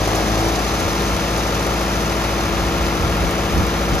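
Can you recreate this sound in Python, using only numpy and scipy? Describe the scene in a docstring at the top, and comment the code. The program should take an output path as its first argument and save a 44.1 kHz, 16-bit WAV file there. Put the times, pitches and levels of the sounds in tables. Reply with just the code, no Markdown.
"""The four-cylinder diesel of a leaf vacuum, outdoors, close to a stereo microphone and a little left.
Its side panel is open. The exhaust barks a little as it pulls up the last bit of speed, then it holds
steady: crank orders hum, valves and injectors clatter and tick, combustion hisses and the impeller
rushes. A light breeze crosses the microphone, and gusts buffet it, hardest towards the end."""
import sys
import numpy as np
from scipy import signal
from scipy.fft import rfft, irfft, next_fast_len
from scipy.io import wavfile
from scipy.ndimage import uniform_filter1d, map_coordinates

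SR = 44100
rng = np.random.default_rng(int(sys.argv[2]) if len(sys.argv) > 2 else 0)


def file_out(sig):
    """Save sig as 16-bit WAV at sys.argv[1]."""
    # one column per channel
    cols = np.atleast_2d(sig).T
    # limit, then scale
    lim = np.clip(cols, -1, 1)
    pcm = np.round(lim * 32767).astype(np.int16)
    wavfile.write(sys.argv[1], SR, pcm)


N = 176400
CYLINDERS = 4
STRIKE_JITTER_S = 0.00006  # timing scatter of valves and injectors


def amp(db):
    """Decibels to gain."""
    return np.exp(np.asarray(db) * (np.log(10) / 20))


def unit(x):
    """Scale to rms 1."""
    return x / np.sqrt(np.mean(x ** 2) + 1e-20)


def along(points, hz):
    """(f/Hz, value) points read on a log axis."""
    freqs, values = np.transpose(points)
    return np.interp(np.log(hz + 1), np.log(freqs + 1), values)


def curve(points):
    """(t/s, value) points read at every sample."""
    return np.interp(np.arange(N) / SR, *np.transpose(points))


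def bump(at_s, half_s):
    """A bell-shaped swell of height 1."""
    return np.exp(-((np.arange(N) / SR - at_s) / half_s) ** 2)


def wobble(rate):
    """A smooth random curve, rate knots a second."""
    at = np.linspace(0, N, 4000)
    knots = rng.standard_normal(2000)
    return np.interp(np.arange(N), at, map_coordinates(knots, [at * rate / SR], order=3, mode="mirror"))


def tone(cycles, drift_rad=0):
    """A sine of rms 1 that follows a cycle count from a random phase."""
    return np.sqrt(2) * np.sin(2 * np.pi * (cycles + rng.random()) + drift_rad)


def noise():
    """Two unrelated white noises."""
    return rng.standard_normal((2, N))


def filtered(x, response):
    """Filter x by a gain that depends on frequency."""
    size = next_fast_len(N + SR // 2)
    return irfft(rfft(x, size) * response(np.fft.rfftfreq(size, 1 / SR)), size)[..., :N]


def strikes(count, jitter_s, scatter_db):
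    """One pulse each time a rising count passes a whole number, uneven in time and size."""
    whole = np.arange(np.ceil(count[0]), count[-1])
    chance = rng.standard_normal((512, 2))[:len(whole)]
    at = np.interp(whole, count, np.arange(N)) + jitter_s * SR * chance[:, 0]
    taps = np.floor(at)[:, None] + np.arange(-7, 9)
    offset = taps - at[:, None]
    shape = np.sinc(offset) * np.sinc(offset / 8)  # lets a pulse fall between samples
    pulses = shape * amp(scatter_db * chance[:, 1:])
    return np.bincount(np.clip(taps, 0, N - 1).astype(int).ravel(), pulses.ravel(), N)


def ring(pulses, t60_s):
    """Pulses ring a dense set of short modes, heard along two paths."""
    t = np.arange(SR // 10) / SR
    response = unit(rng.standard_normal((2, len(t))) * amp(-60 * t / t60_s))
    return signal.fftconvolve(pulses[None], response, axes=1)[:, :N]


# Likeness of the microphone's left and right: f/Hz, correlation
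MIC_CORRELATION = [(100, 0.86), (700, 0.99), (1300, 0.6), (2000, 0.98), (3600, 0.54), (7000, 0.51),
                   (8200, 1)]
def spread(pair, spectrum):
    """Colour two unrelated signals and blend them to left and right, rms 1."""
    def mid_side_gains(hz):
        angle = np.arccos(np.clip(along(MIC_CORRELATION, hz), -1, 1)) / 2
        return amp(along(spectrum, hz)) * np.array([np.cos(angle), np.sin(angle)])
    mid, side = filtered(pair, mid_side_gains)
    return unit(np.array([mid + side, mid - side]))


def turbulence(spectrum):
    """Churning air of even strength, so that the gust alone shapes its level."""
    air = spread(noise(), spectrum)
    power = uniform_filter1d(np.mean(air ** 2, axis=0), size=1100)
    return air / np.sqrt(np.abs(power))


# Gusts on the microphone: t/s, half length/s, level/dB
WIND_GUSTS = [(.85, 0.053, -25), (1.134, 0.034, -26.5), (2.58, 0.15, -29), (2.83, .04, -28),
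              (3.048, 0.068, -23.5), (3.237, 0.062, -22.5), (3.591, 0.06, -18), (3.935, 0.026, -20.5)]
# Their low thump: f/Hz, relative level/dB
BUFFET_SPECTRUM = [(22, -32), (38, -2), (54, 2), (78, 4), (115, -7.5), (300, -20.5), (900, -72)]
# Eddies of the hardest gusts: f/Hz, relative level/dB
EDDY_SPECTRUM = [(60, -14), (100, -3), (200, 0), (320, -0.5), (480, -11), (1500, -65)]
def wind(breeze_db=-37.5, eddies_db=-20):
    """Gusts thump right on the microphone over a light breeze; the hardest reach higher in frequency."""
    gust = amp(breeze_db) + sum(amp(db) * bump(at_s, half_s) for at_s, half_s, db in WIND_GUSTS)
    eddies = amp(eddies_db) * (gust / gust.max()) ** 2.64
    return gust * turbulence(BUFFET_SPECTRUM) + eddies * turbulence(EDDY_SPECTRUM)


# Resonances of the steel enclosure: f/Hz, half width/Hz, level/dB
PANEL_MODES = [(1440, 140, 3), (5180, 74, 3), (5880, 51, 4.5), (6340, 99, 4)]
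# Left over right at the microphone: f/Hz, level/dB
LEFT_LEVEL = [(60, 1), (600, 2.5), (1300, 4.5), (1600, 0), (2800, 0), (3600, 5), (5500, 0)]
# Lead of the left microphone port: f/Hz, phase/rad
LEFT_PHASE = [(100, 0), (1200, 0.72), (1520, 2.5), (1750, -0.13), (2200, 0.28), (3200, 1.75), (4500, 0.5),
              (5400, -1.7), (6500, 0), (7800, -3), (14000, -7.5)]
def enclosure_to_mic(hz):
    """The enclosure's colour, and the level and phase with which it reaches each microphone port."""
    share = np.array([[0.5], [-0.5]])  # left, right
    panels_db = sum(db / (1 + ((hz - centre) / width) ** 2) for centre, width, db in PANEL_MODES)
    return amp(panels_db + share * along(LEFT_LEVEL, hz)) * np.exp(1j * share * along(LEFT_PHASE, hz))


# Airflow behind the engine's sound: f/Hz, relative level/dB
RUSH_SPECTRUM = [(25, -22), (50, -11.5), (90, 2.5), (170, -6.5), (300, -4.5), (700, -3.5), (1000, -5.5),
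                 (1500, -8.5), (2500, -10), (14000, -39.5)]
def impeller(level_db=-26):
    """Air rushes steadily through the fan and the hose."""
    return amp(level_db) * spread(noise(), RUSH_SPECTRUM)


# Colour of the hiss: f/Hz, relative level/dB
HISS_SPECTRUM = [(1500, -10), (3000, -2), (4300, 0.5), (6200, 0.5), (7000, -4), (10000, -10), (14000, -16)]
# Its slow easing: t/s, relative level/dB
HISS_TREND = [(0, -24), (.8, -25), (2.2, -27), (3.1, -28.5)]
def combustion_hiss(firings, level_db=-32.5, pulse_db=0.75, flicker_db=1.26):
    """Bright combustion noise that flares with every firing, each flare of its own strength."""
    trend_db = curve(HISS_TREND)
    strength = rng.uniform(0.6, 1.4, 512)[firings.astype(int)]
    flare = np.exp(-(firings % 1) / 0.55) * strength
    flare_db = pulse_db * unit(flare - flare.mean()) + flicker_db * wobble(120)
    return amp(level_db + trend_db - trend_db.mean()) * spread(noise() * amp(flare_db), HISS_SPECTRUM)


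# The sharpest metallic ticks: t/s, relative level/dB
SHARP_TICKS = [(.157, 11.5), (.804, 8), (1.377, 9), (1.664, 8), (3.665, 3), (3.949, 5)]
# Colour of all ticks: f/Hz, relative level/dB
TICK_SPECTRUM = [(2500, -22), (6000, 0), (10500, 0.5), (14000, -6)]
def injection_ticks(firings, level_db=-47.5, soft_db=-6):
    """The injection ticks lightly with every firing; now and then one tick is much sharper."""
    cylinder_db = 4 * np.cos(2 * np.pi * firings / CYLINDERS)  # one cylinder ticks hardest
    pulses = amp(soft_db + cylinder_db) * strikes(firings, STRIKE_JITTER_S, scatter_db=4)
    for at_s, db in SHARP_TICKS:
        pulses[round(at_s * SR)] += amp(db)
    return amp(level_db) * spread(ring(pulses, t60_s=0.037), TICK_SPECTRUM)


# The ringing engine block, from close by: f/Hz, relative level/dB
BLOCK_SPECTRUM = [(400, -29), (620, -1.5), (900, 1), (1350, -1), (1900, -8.5), (2500, -7.5), (3500, -11.5),
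                  (6300, -20), (9000, -24.5), (14000, -22.5)]
def clatter(firings, parts=14, level_db=-29):
    """Valves and injectors each strike once a cycle at their own crank angle, with their own ring."""
    ringing = np.zeros((2, N))
    for part in range(parts):
        cycles = firings / CYLINDERS + (part + rng.random()) / parts
        ringing += ring(strikes(cycles, STRIKE_JITTER_S, scatter_db=0.8), t60_s=0.038)
    return amp(level_db) * spread(ringing, BLOCK_SPECTRUM)


# Exhaust tones as the speed climbs: t/s, half length/s, firing harmonic, level/dB
EXHAUST_SWELLS = [(.04, 0.16, 2, -24), (0.28, 0.075, 4, -25), (.38, 0.18, 2, -28), (0.442, 0.069, 6, -26.5),
                  (0.376, 0.058, 12, -30), (0.505, 0.12, 8, -32), (0.584, 0.035, 13, -28)]
def exhaust_swells(firings):
    """Harmonics of the firing rate swell and fade one after another."""
    return sum(amp(db) * bump(at_s, half_s) * tone(harmonic * firings)
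               for at_s, half_s, harmonic, db in EXHAUST_SWELLS)


# Course of the exhaust drone: t/s, level/dB
DRONE_LEVEL = [(.55, -34), (.69, -46), (.82, -33), (1.6, -33.5), (2.3, -33), (2.7, -29.5), (3.2, -34),
               (3.85, -32)]
def exhaust_drone(firings, harmonic=6):
    """One exhaust harmonic stands out, and swells for a while after the speed has settled."""
    return amp(curve(DRONE_LEVEL)) * tone(harmonic * firings)


# Exhaust puffs, from close by: f/Hz, relative level/dB
BARK_SPECTRUM = [(70, -25), (110, 3), (165, -10), (320, 1), (520, 1), (760, 4.5), (1000, -9), (3000, -36)]
def exhaust_bark(firings, load, full_load_db=-25, roughness=0.96):
    """Under load each firing leaves the exhaust as a sharp, rough puff."""
    pulses = strikes(firings, jitter_s=0.000089, scatter_db=2.0)
    gas = unit(noise() * amp(2.6 * np.cos(2 * np.pi * firings)))
    puffs = unit(ring(pulses, t60_s=0.013))
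    return amp(full_load_db) * load * spread(puffs + roughness * gas, BARK_SPECTRUM)


# Moments when wind on the microphone briefly cancels the low throb: t/s
WIND_CANCELS = [0.895, 1.18, 2.71, 3.32, 3.511]
def firing_throb(firings, load, base_db=-27, load_db=2.5, waver_db=0.8, cancel_db=-17):
    """The low, wavering firing tone, stronger under load; set level cuts stand for wind cancelling it."""
    cancels = sum(bump(at_s, half_s=0.022) for at_s in WIND_CANCELS)
    return amp(base_db + load_db * load + waver_db * wobble(20) + cancel_db * cancels) * tone(firings)


# The engine's hum: multiple of the crank rate, relative level/dB
HUM_ORDERS = [(2.5, -10), (3, -16), (3.5, -12.5), (4, -7), (4.5, -11.5), (5.5, -12), (6, -3.5), (7, -4.5),
              (7.5, -12), (8, -9), (8.5, -16), (9, -13.5), (9.5, -12), (10, -15.5), (11, -8), (12.5, -19.5),
              (13, -11), (14, -19.5), (14.5, -14.5), (15, -8.5), (16.5, -13.5), (17, -6.5), (18, -17.5),
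              (18.5, -21), (19, -16), (19.5, -14.5), (20, -9.5)]
# Whine of the fan and gear train: multiple of the crank rate, relative level/dB
WHINE_ORDERS = [(20.5, -12.5), (23, -14), (24, -14), (25, -15.5), (26, -12.5), (27.5, -13.5), (31.5, -13.5),
                (38.5, -16), (40, -19), (43.5, -16), (48.5, -13)]
def crank_hum(turns, load, base_db=-28, load_db=-3.5, waver_db=1.2):
    """Orders of the crankshaft, softer under load; half orders come from unequal cylinders."""
    hum = np.zeros(N)
    for order, db in list(HUM_ORDERS) + list(WHINE_ORDERS):
        partial = tone(order * turns, drift_rad=0.3 * wobble(10))
        hum += amp(db + load_db * load + waver_db * wobble(3.9)) * partial
    return amp(base_db) * hum


# Rotation of the crankshaft: t/s, f/Hz
CRANK_RATE = [(0, 26.6), (.15, 26.8), (.28, 27), (.45, 27.5), (.6, 27.6), (.8, 27.94), (4, 28.03)]
# Load, high while the engine gathers speed: t/s, load (0-1)
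ENGINE_LOAD = [(0, 0.93), (.25, 0.92), (.6, 0.72), (.7, 0.5), (1.2, 0.2)]
def scene():
    """One crankshaft drives all engine layers; the machine stands close by, a little to the left."""
    crank_hz = curve(CRANK_RATE) * (1 + 0.000595 * wobble(7))
    turns = np.cumsum(crank_hz) / SR
    firings = turns * CYLINDERS / 2  # each cylinder fires every second turn
    load = curve(ENGINE_LOAD)
    machine = firing_throb(firings, load) + crank_hum(turns, load)
    machine = machine + exhaust_drone(firings) + exhaust_swells(firings) + exhaust_bark(firings, load)
    machine += clatter(firings) + injection_ticks(firings) + combustion_hiss(firings) + impeller()
    return filtered(machine, enclosure_to_mic) + wind()


def record(dry):
    """The recorder keeps nothing above its band limit."""
    return filtered(dry, lambda hz: hz < 14400)


dry = scene()
out = record(dry)
file_out(out)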